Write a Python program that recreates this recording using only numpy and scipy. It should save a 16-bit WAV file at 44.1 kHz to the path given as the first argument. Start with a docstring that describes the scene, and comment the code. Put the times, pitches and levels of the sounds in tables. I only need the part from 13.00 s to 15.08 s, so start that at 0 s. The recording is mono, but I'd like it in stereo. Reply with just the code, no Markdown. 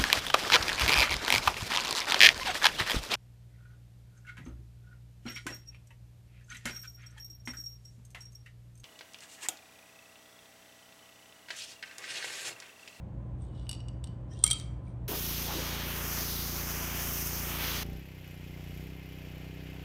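"""A low machine hum and air rumble run throughout, as slightly wavering tones and shaped noise.
A glass marble rolls faintly in the neck of a tipped soda bottle (uneven noise driving the glass modes), then ticks.
As the bottle is lowered the drink hisses (a narrow rising noise band) and bubbles ring (decaying, rising sines).
The marble drops back and rattles: each contact sums decaying glass modes and a short crack, damped by the drink.
A small living room answers every bottle sound with early echoes and a swelling noise tail."""
import sys
import numpy as np
from scipy import signal
from scipy.fft import rfft, irfft, next_fast_len
from scipy.io import wavfile
from scipy.ndimage import map_coordinates

SR = 44100
rng = np.random.default_rng(int(sys.argv[2]) if len(sys.argv) > 2 else 0)


def unload_audio(sound):
    """Save the sound as a 16-bit wav file, at the path given as the first command line argument."""
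    columns = np.transpose(np.atleast_2d(sound))
    # keep every value between -1 and 1, then stretch to whole-number steps
    steps = np.round(np.clip(columns, -1, 1) * 32767)
    wavfile.write(sys.argv[1], SR, steps.astype(np.int16))


N = 91728  # length of the scene [samples]

CLINK_DB = 1.5  # gain added to every contact [dB]
STRIKE_S = .0004  # time constant of the onset of a contact [s]
CRACK_DB, CRACK_T60_S = -7.5, .012  # crack level before its colour [dB], decay by 60 dB [s]
MODE_SCATTER_DB, MODE_DETUNE = 2.2, .003  # standard deviation of mode level [dB] and of pitch [fraction]
ROLL_GRAIN, ROLL_SCRAPE_DB = .4, -6  # unevenness [log amplitude per unit wobble], scrape over ring [dB]
BUBBLE_RISE_S = .001  # time constant of the onset of a bubble [s]
EARLY_DB, EARLY_T60_S, WALL_DELAY_S = -12.5, .07, .002  # near surfaces: level [dB], decay [s], delay [s]
ROOM_BUILD_S = .014  # time scale of the swell of the tail [s]
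HUM_DRIFT, HUM_FLUTTER_DB = .17, -1.75  # phase [rad] and level [dB] per unit wobble
AIR_DB = -42.5  # rms level of the air rumble [dB]
TOP_HZ = 12950  # band limit of the recorder [Hz]


def clinks():
    """Impact excitation: each contact rings the glass modes under a short broadband crack."""
    # marble contacts: (time [s], level before CLINK_DB [dB], lowest mode [dB], middle modes [dB],
    # top modes [dB], ring length [share of the modes' t60])
    contacts = [(.6681, -63, 28, 17, -6, .2), (.6928, -24, -2, 3, 3, .6), (.7127, -28.5, 0, 5, 4, .55),
                (.7295, -35, 5, 6, 6, .55), (.7415, -45, 7, 5, 0, .5), (.7495, -46, 6, 8, 0, .5),
                (.8030, -52, 13, 10, -2, .9), (.8841, -40, 5, 3, -14, .6), (1.0408, -34.5, 3, 4, 1, .6),
                (1.0722, -48, 6, 7, -2, .7), (1.3351, -51, 6, 8, -2, .4), (1.3905, -44, 2, 3, -7, .5),
                (1.4388, -9, -7, -4, -1, .6), (1.4399, -7.5, -7, -5, -1, .75),
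                (1.4643, -16, 1.5, -2, 0, .8), (1.4768, -21.5, -3, 1, 2, .7),
                (1.5025, -18.5, -7, -1, 0, .4), (1.5097, -16.5, 1, -1, 3, .6), (1.5125, -15, 5, 1, 3, 1.1),
                (1.5305, -17, -6, -6, -6, .55), (1.5984, -35, 1, 7, 1, .6), (1.612, -47, 17, 8, 2, .8)]
    out = np.zeros((2, N))
    t = np.arange(SR // 6) / SR
    onset = 1 - np.exp(-t / STRIKE_S)
    for s, db, *colour, length in contacts:
        crack_decay = amp(CRACK_DB - 60 * t / CRACK_T60_S)
        crack = crack_decay * contact_noise(rng.standard_normal(len(t)), colour)
        glass = ring(position_at(s), colour, length)
        add(out, s, in_room(amp(db + CLINK_DB) * (glass + crack) * onset))
    return out


def rolling():
    """Random excitation: uneven noise scrapes and rings the same glass, whose modes follow the tilt."""
    # short swells of rolling: (time of peak [s], half-length [s], rms level at peak [dB],
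    # lowest mode [dB], middle modes [dB], top modes [dB])
    swells = [(.43, .016, -64, -2, -5, -12), (.46, .045, -69, 5, 0, -12), (.585, .036, -59.5, 15, 6, -5),
              (.66, .035, -68, 14, 7, -8), (1.33, .02, -61, 10, 8, -4), (1.395, .035, -57, 7, 7, -8),
              (1.49, .035, -47, -3, 0, 0), (1.56, .045, -52, 1, 1, 2), (1.885, .03, -71, 2, 4, -6)]
    out = np.zeros(N)
    for s, half_s, db, *colour in swells:
        grains = rng.standard_normal(N) * np.exp(ROLL_GRAIN * wobble(400))
        response = ring(position_at(s), colour, length=.78)
        glass = unit(signal.fftconvolve(grains, response)[:N])
        scrape = amp(ROLL_SCRAPE_DB) * unit(contact_noise(grains, colour))
        out += amp(db) * swell(s, half_s) * unit(glass + scrape)
    return in_room(out)[:, :N]


def ring(position, colour, length):
    """Modal superposition: decaying sines sum to the ring, their pitch and level set by the tilt."""
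    # modes of the bottle, shifting with tilt, with a brief bright click on top: (pitch tipped [Hz],
    # level tipped [dB], pitch lowered [Hz], level lowered [dB], t60 before the length share [s])
    modes = [(2907, -5.5, 3190, -6.5, .05), (3800, -9, 3800, -15, .008), (4635, -8, 4650, -14, .03),
             (5475, -16, 5710, -18, .035), (5900, -17, 6000, -13, .014), (7900, -12, 7570, -15, .03),
             (8100, -16, 7830, -10, .018), (8300, -16, 8570, -14, .025), (8350, -5, 8790, -2, .025),
             (8640, -11, 9010, -12, .022), (10200, 2, 9700, -6.5, .008), (10650, -10, 11000, -21, .012),
             (12430, -24, 12130, -20, .016)]
    out = 0
    t = np.arange(SR // 6) / SR
    for hz_up, db_up, hz_down, db_down, t60 in modes:
        hz = hz_up + position * (hz_down - hz_up)
        hz = hz * (1 + MODE_DETUNE * rng.standard_normal())
        db = db_up + position * (db_down - db_up) + colour_db(hz, colour)
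        db = db + MODE_SCATTER_DB * rng.standard_normal()
        decay = amp(db - 60 * t / (t60 * length))
        out = out + decay * np.sin(2 * np.pi * (hz * t + rng.random()))
    return out


def contact_noise(x, colour):
    """High modal density: overlapping short modes of the glass act as a smooth filter on noise."""
    # spectrum of the dense short modes: (frequency [Hz], relative level [dB])
    dense_modes = [(300, -14.5), (900, -7.5), (1800, -7), (2600, -4), (3700, 7.5), (5000, 0.5), (6000, -7),
                   (7000, -2.5), (8000, 2), (9300, 0.5), (10500, -13), (12200, -15.5), (13300, -43)]
    plain = filtered(x, lambda hz: amp(along(dense_modes, hz)))
    coloured = filtered(x, lambda hz: amp(along(dense_modes, hz) + colour_db(hz, colour)))
    return coloured / np.std(plain)  # the colour still changes the level


def colour_db(hz, colour):
    """Modal participation: the spot of contact weights each frequency against the 8 kHz ring."""
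    low, middle, top = colour
    points = [(2000, middle), (3000, low), (4000, middle), (6000, middle), (8000, 0), (9000, 0), (10000, top)]
    return along(points, hz)


def position_at(s):
    """Kinematics: how far the bottle is lowered at time s, linear between points."""
    # path of the bottle: (time [s], position [0 tipped up, 1 lowered])
    path = [(.4, .5), (.58, .14), (.69, 0), (.8, 0), (1.04, .3), (1.33, .85), (1.44, 1), (1.52, 1.03)]
    return np.interp(s, *np.transpose(path))


def hiss():
    """Narrowband noise: a rising carrier under random modulation, as drink starts to run past the marble."""
    # one hiss: (time of peak [s], half-length [s], pitch at peak [Hz], width [Hz],
    # rise [octaves/s], rms level at peak [dB])
    s, half_s, hz, width_hz, rise, db = (1.33, .016, 5650, 800, 1.2, -62)
    t = np.arange(N) / SR
    phase = 2 * np.pi * np.cumsum(hz * 2 ** (rise * (t - s))) / SR
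    band = unit(wobble(width_hz) * np.sin(phase) + wobble(width_hz) * np.cos(phase))
    return in_room(amp(db) * swell(s, half_s) * band)[:, :N]


def bubbles():
    """Bubble resonance: air pockets ring as damped oscillators, rising in pitch as the drink runs back."""
    # bubbles in the drink: (time [s], starting pitch [Hz], level [dB], t60 [s], rise [octaves/s])
    pockets = [(1.315, 1810, -57, .2, 1), (1.352, 2760, -56, .15, 3), (1.4395, 1245, -32, .07, 1),
               (1.441, 2130, -39, .07, 1), (1.466, 2200, -32, .06, 1.5), (1.482, 2270, -34.5, .1, 1.5),
               (1.502, 2370, -36, .05, 2), (1.528, 1300, -46, .2, .4), (1.53, 3650, -42, .08, 3),
               (1.538, 2570, -46, .15, .5), (1.874, 2300, -49, .03, 1)]
    out = np.zeros((2, N))
    t = np.arange(SR // 5) / SR
    onset = 1 - np.exp(-t / BUBBLE_RISE_S)
    for s, hz, db, t60, rise in pockets:
        phase = 2 * np.pi * np.cumsum(hz * 2 ** (rise * t)) / SR
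        add(out, s, in_room(amp(db - 60 * t / t60) * onset * np.sin(phase)))
    return out


def in_room(x):
    """Impulse response: direct sound with a stereo phase spread, near reflections and a swelling diffuse tail."""
    # decay of the tail as picked up, short at the top: (frequency [Hz], t60 [s])
    tail_t60 = [(300, 0.18), (1500, 1), (3200, 0.35), (8500, 0.37), (12000, 0.04)]
    # level of the tail as picked up, dull at the top: (frequency [Hz], level [dB])
    tail_level = [(1000, -18), (3200, -14), (5500, -12), (7500, -12.5), (8800, -21.5), (10500, -19.5),
                  (12500, -21.5)]
    # left-minus-right phase of the recorder's stereo sound: (frequency [Hz], phase [rad])
    stereo_phase = [(300, 0), (1200, -1), (2400, -2.1), (2950, -2), (3200, -4.4), (3900, -5.3), (4650, -4),
                    (6000, -6), (7600, -6.9), (8800, -5.2), (10200, -3.4), (12400, -.8)]
    # noise decays at its own rate in each frequency band
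    hz, t, z = signal.stft(rng.standard_normal((2, SR // 2)), SR, nperseg=256)
    decay = amp(-60 * t / along(tail_t60, hz)[:, None])
    tail = signal.istft(z * decay, SR, nperseg=256)[1]
    t = np.arange(tail.shape[1]) / SR
    tail = tail * (1 - np.exp(-(t / ROOM_BUILD_S) ** 2))
    tail = filtered(tail / np.linalg.norm(tail[0]), lambda hz: amp(along(tail_level, hz)))
    early = rng.standard_normal(tail.shape) * amp(-60 * t / EARLY_T60_S) * (t > WALL_DELAY_S)
    echo = tail + amp(EARLY_DB) * early / np.linalg.norm(early[0])
    out = signal.fftconvolve(x[None], echo, axes=1)
    sides = np.array([[1], [-1]])  # half the phase to each side
    direct = filtered(x, lambda hz: np.exp(.5j * along(stereo_phase, hz) * sides))
    add(out, 0, direct)
    return out


def background():
    """Tones and partly coherent noise: a slightly unsteady machine hum over the rumble of moving air."""
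    # hum tones: (pitch [Hz], rms level about which it flutters [dB])
    tones = [(59.2, -47.5), (119.3, -43.5), (533, -70.5), (1023, -74)]
    # spectrum of the air: (frequency [Hz], relative density [dB per Hz])
    air_spectrum = [(25, -25.5), (38, -18), (52, 0.5), (80, 0), (110, -5), (165, -4), (200, -9), (245, -16),
                    (310, -13.5), (410, -22), (550, -18.5), (1000, -27.5), (1350, -35), (2000, -41),
                    (3200, -47.5), (5000, -58), (8800, -57), (10500, -71.5), (13000, -62)]
    # left-right likeness of the air: (frequency [Hz], correlation [-1..1])
    likeness = [(60, 0.95), (150, 0.83), (300, 0.62), (600, -0.49), (1500, -0.027), (8000, -0.14)]
    # balance of the air: (frequency [Hz], left minus right [dB])
    balance = [(120, 1), (350, -1.5), (650, -5), (1200, -2), (3000, -1.5), (10000, -1.5)]
    t = np.arange(N) / SR
    hum = np.zeros(N)
    for hz, db in tones:
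        level = np.sqrt(2) * amp(db + HUM_FLUTTER_DB * wobble(10.0))
        hum += level * np.sin(2 * np.pi * hz * t + HUM_DRIFT * wobble(2.8))

    def mid_side(hz):
        """Coherence: the cosine of twice the mixing angle is the left-right correlation."""
        angle = np.arccos(np.clip(along(likeness, hz), -1, 1)) / 2
        return amp(along(air_spectrum, hz)) * [np.cos(angle), np.sin(angle)]

    mid, side = filtered(rng.standard_normal((2, N)), mid_side)
    halves = np.array([[.5], [-.5]])
    air = filtered(np.array([mid + side, mid - side]), lambda hz: amp(along(balance, hz) * halves))
    return hum + amp(AIR_DB) * unit(air)


def swell(s, half_s):
    """Gaussian envelope: a bell-shaped rise and fall around time s."""
    return np.exp(-((np.arange(N) / SR - s) / half_s) ** 2 / 2)


def wobble(rate):
    """Band-limited randomness: a smooth curve through random knots, rate of them a second."""
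    knots = rng.standard_normal(int(N * rate / SR) + 4)
    return map_coordinates(knots, [np.arange(N) * rate / SR])


def amp(db):
    """Logarithmic level: decibels to amplitude gain."""
    return 10 ** (np.asarray(db) / 20)


def unit(x):
    """Normalisation: scale to an rms of 1."""
    return x / np.sqrt(np.mean(x ** 2) + 1e-20)


def along(points, hz):
    """Logarithmic frequency: interpolate (frequency [Hz], value) points on a log axis."""
    f, v = np.transpose(points)
    return np.interp(np.log(hz + 1), np.log(f + 1), v)


def filtered(x, response):
    """Linear filtering: multiply the spectrum of x by a response of frequency."""
    n = x.shape[-1]
    m = next_fast_len(n + 8192)  # padded against wrap-around
    return irfft(rfft(x, m) * response(np.fft.rfftfreq(m, 1 / SR)), m)[..., :n]


def add(track, s, sound):
    """Superposition: mix a sound into a track at time s, cut at the track's end."""
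    part = track[..., round(s * SR):][..., :sound.shape[-1]]
    part += sound[..., :part.shape[-1]]


def scene():
    """Superposition of marble, drink and background."""
    return clinks() + rolling() + hiss() + bubbles() + background()


def record(dry):
    """Band limitation: a steep low-pass, as the recorder keeps almost nothing above its band limit."""
    return filtered(dry, lambda hz: 1 / np.sqrt(1 + (hz / TOP_HZ) ** 80))


dry = scene()
out = record(dry)
unload_audio(out)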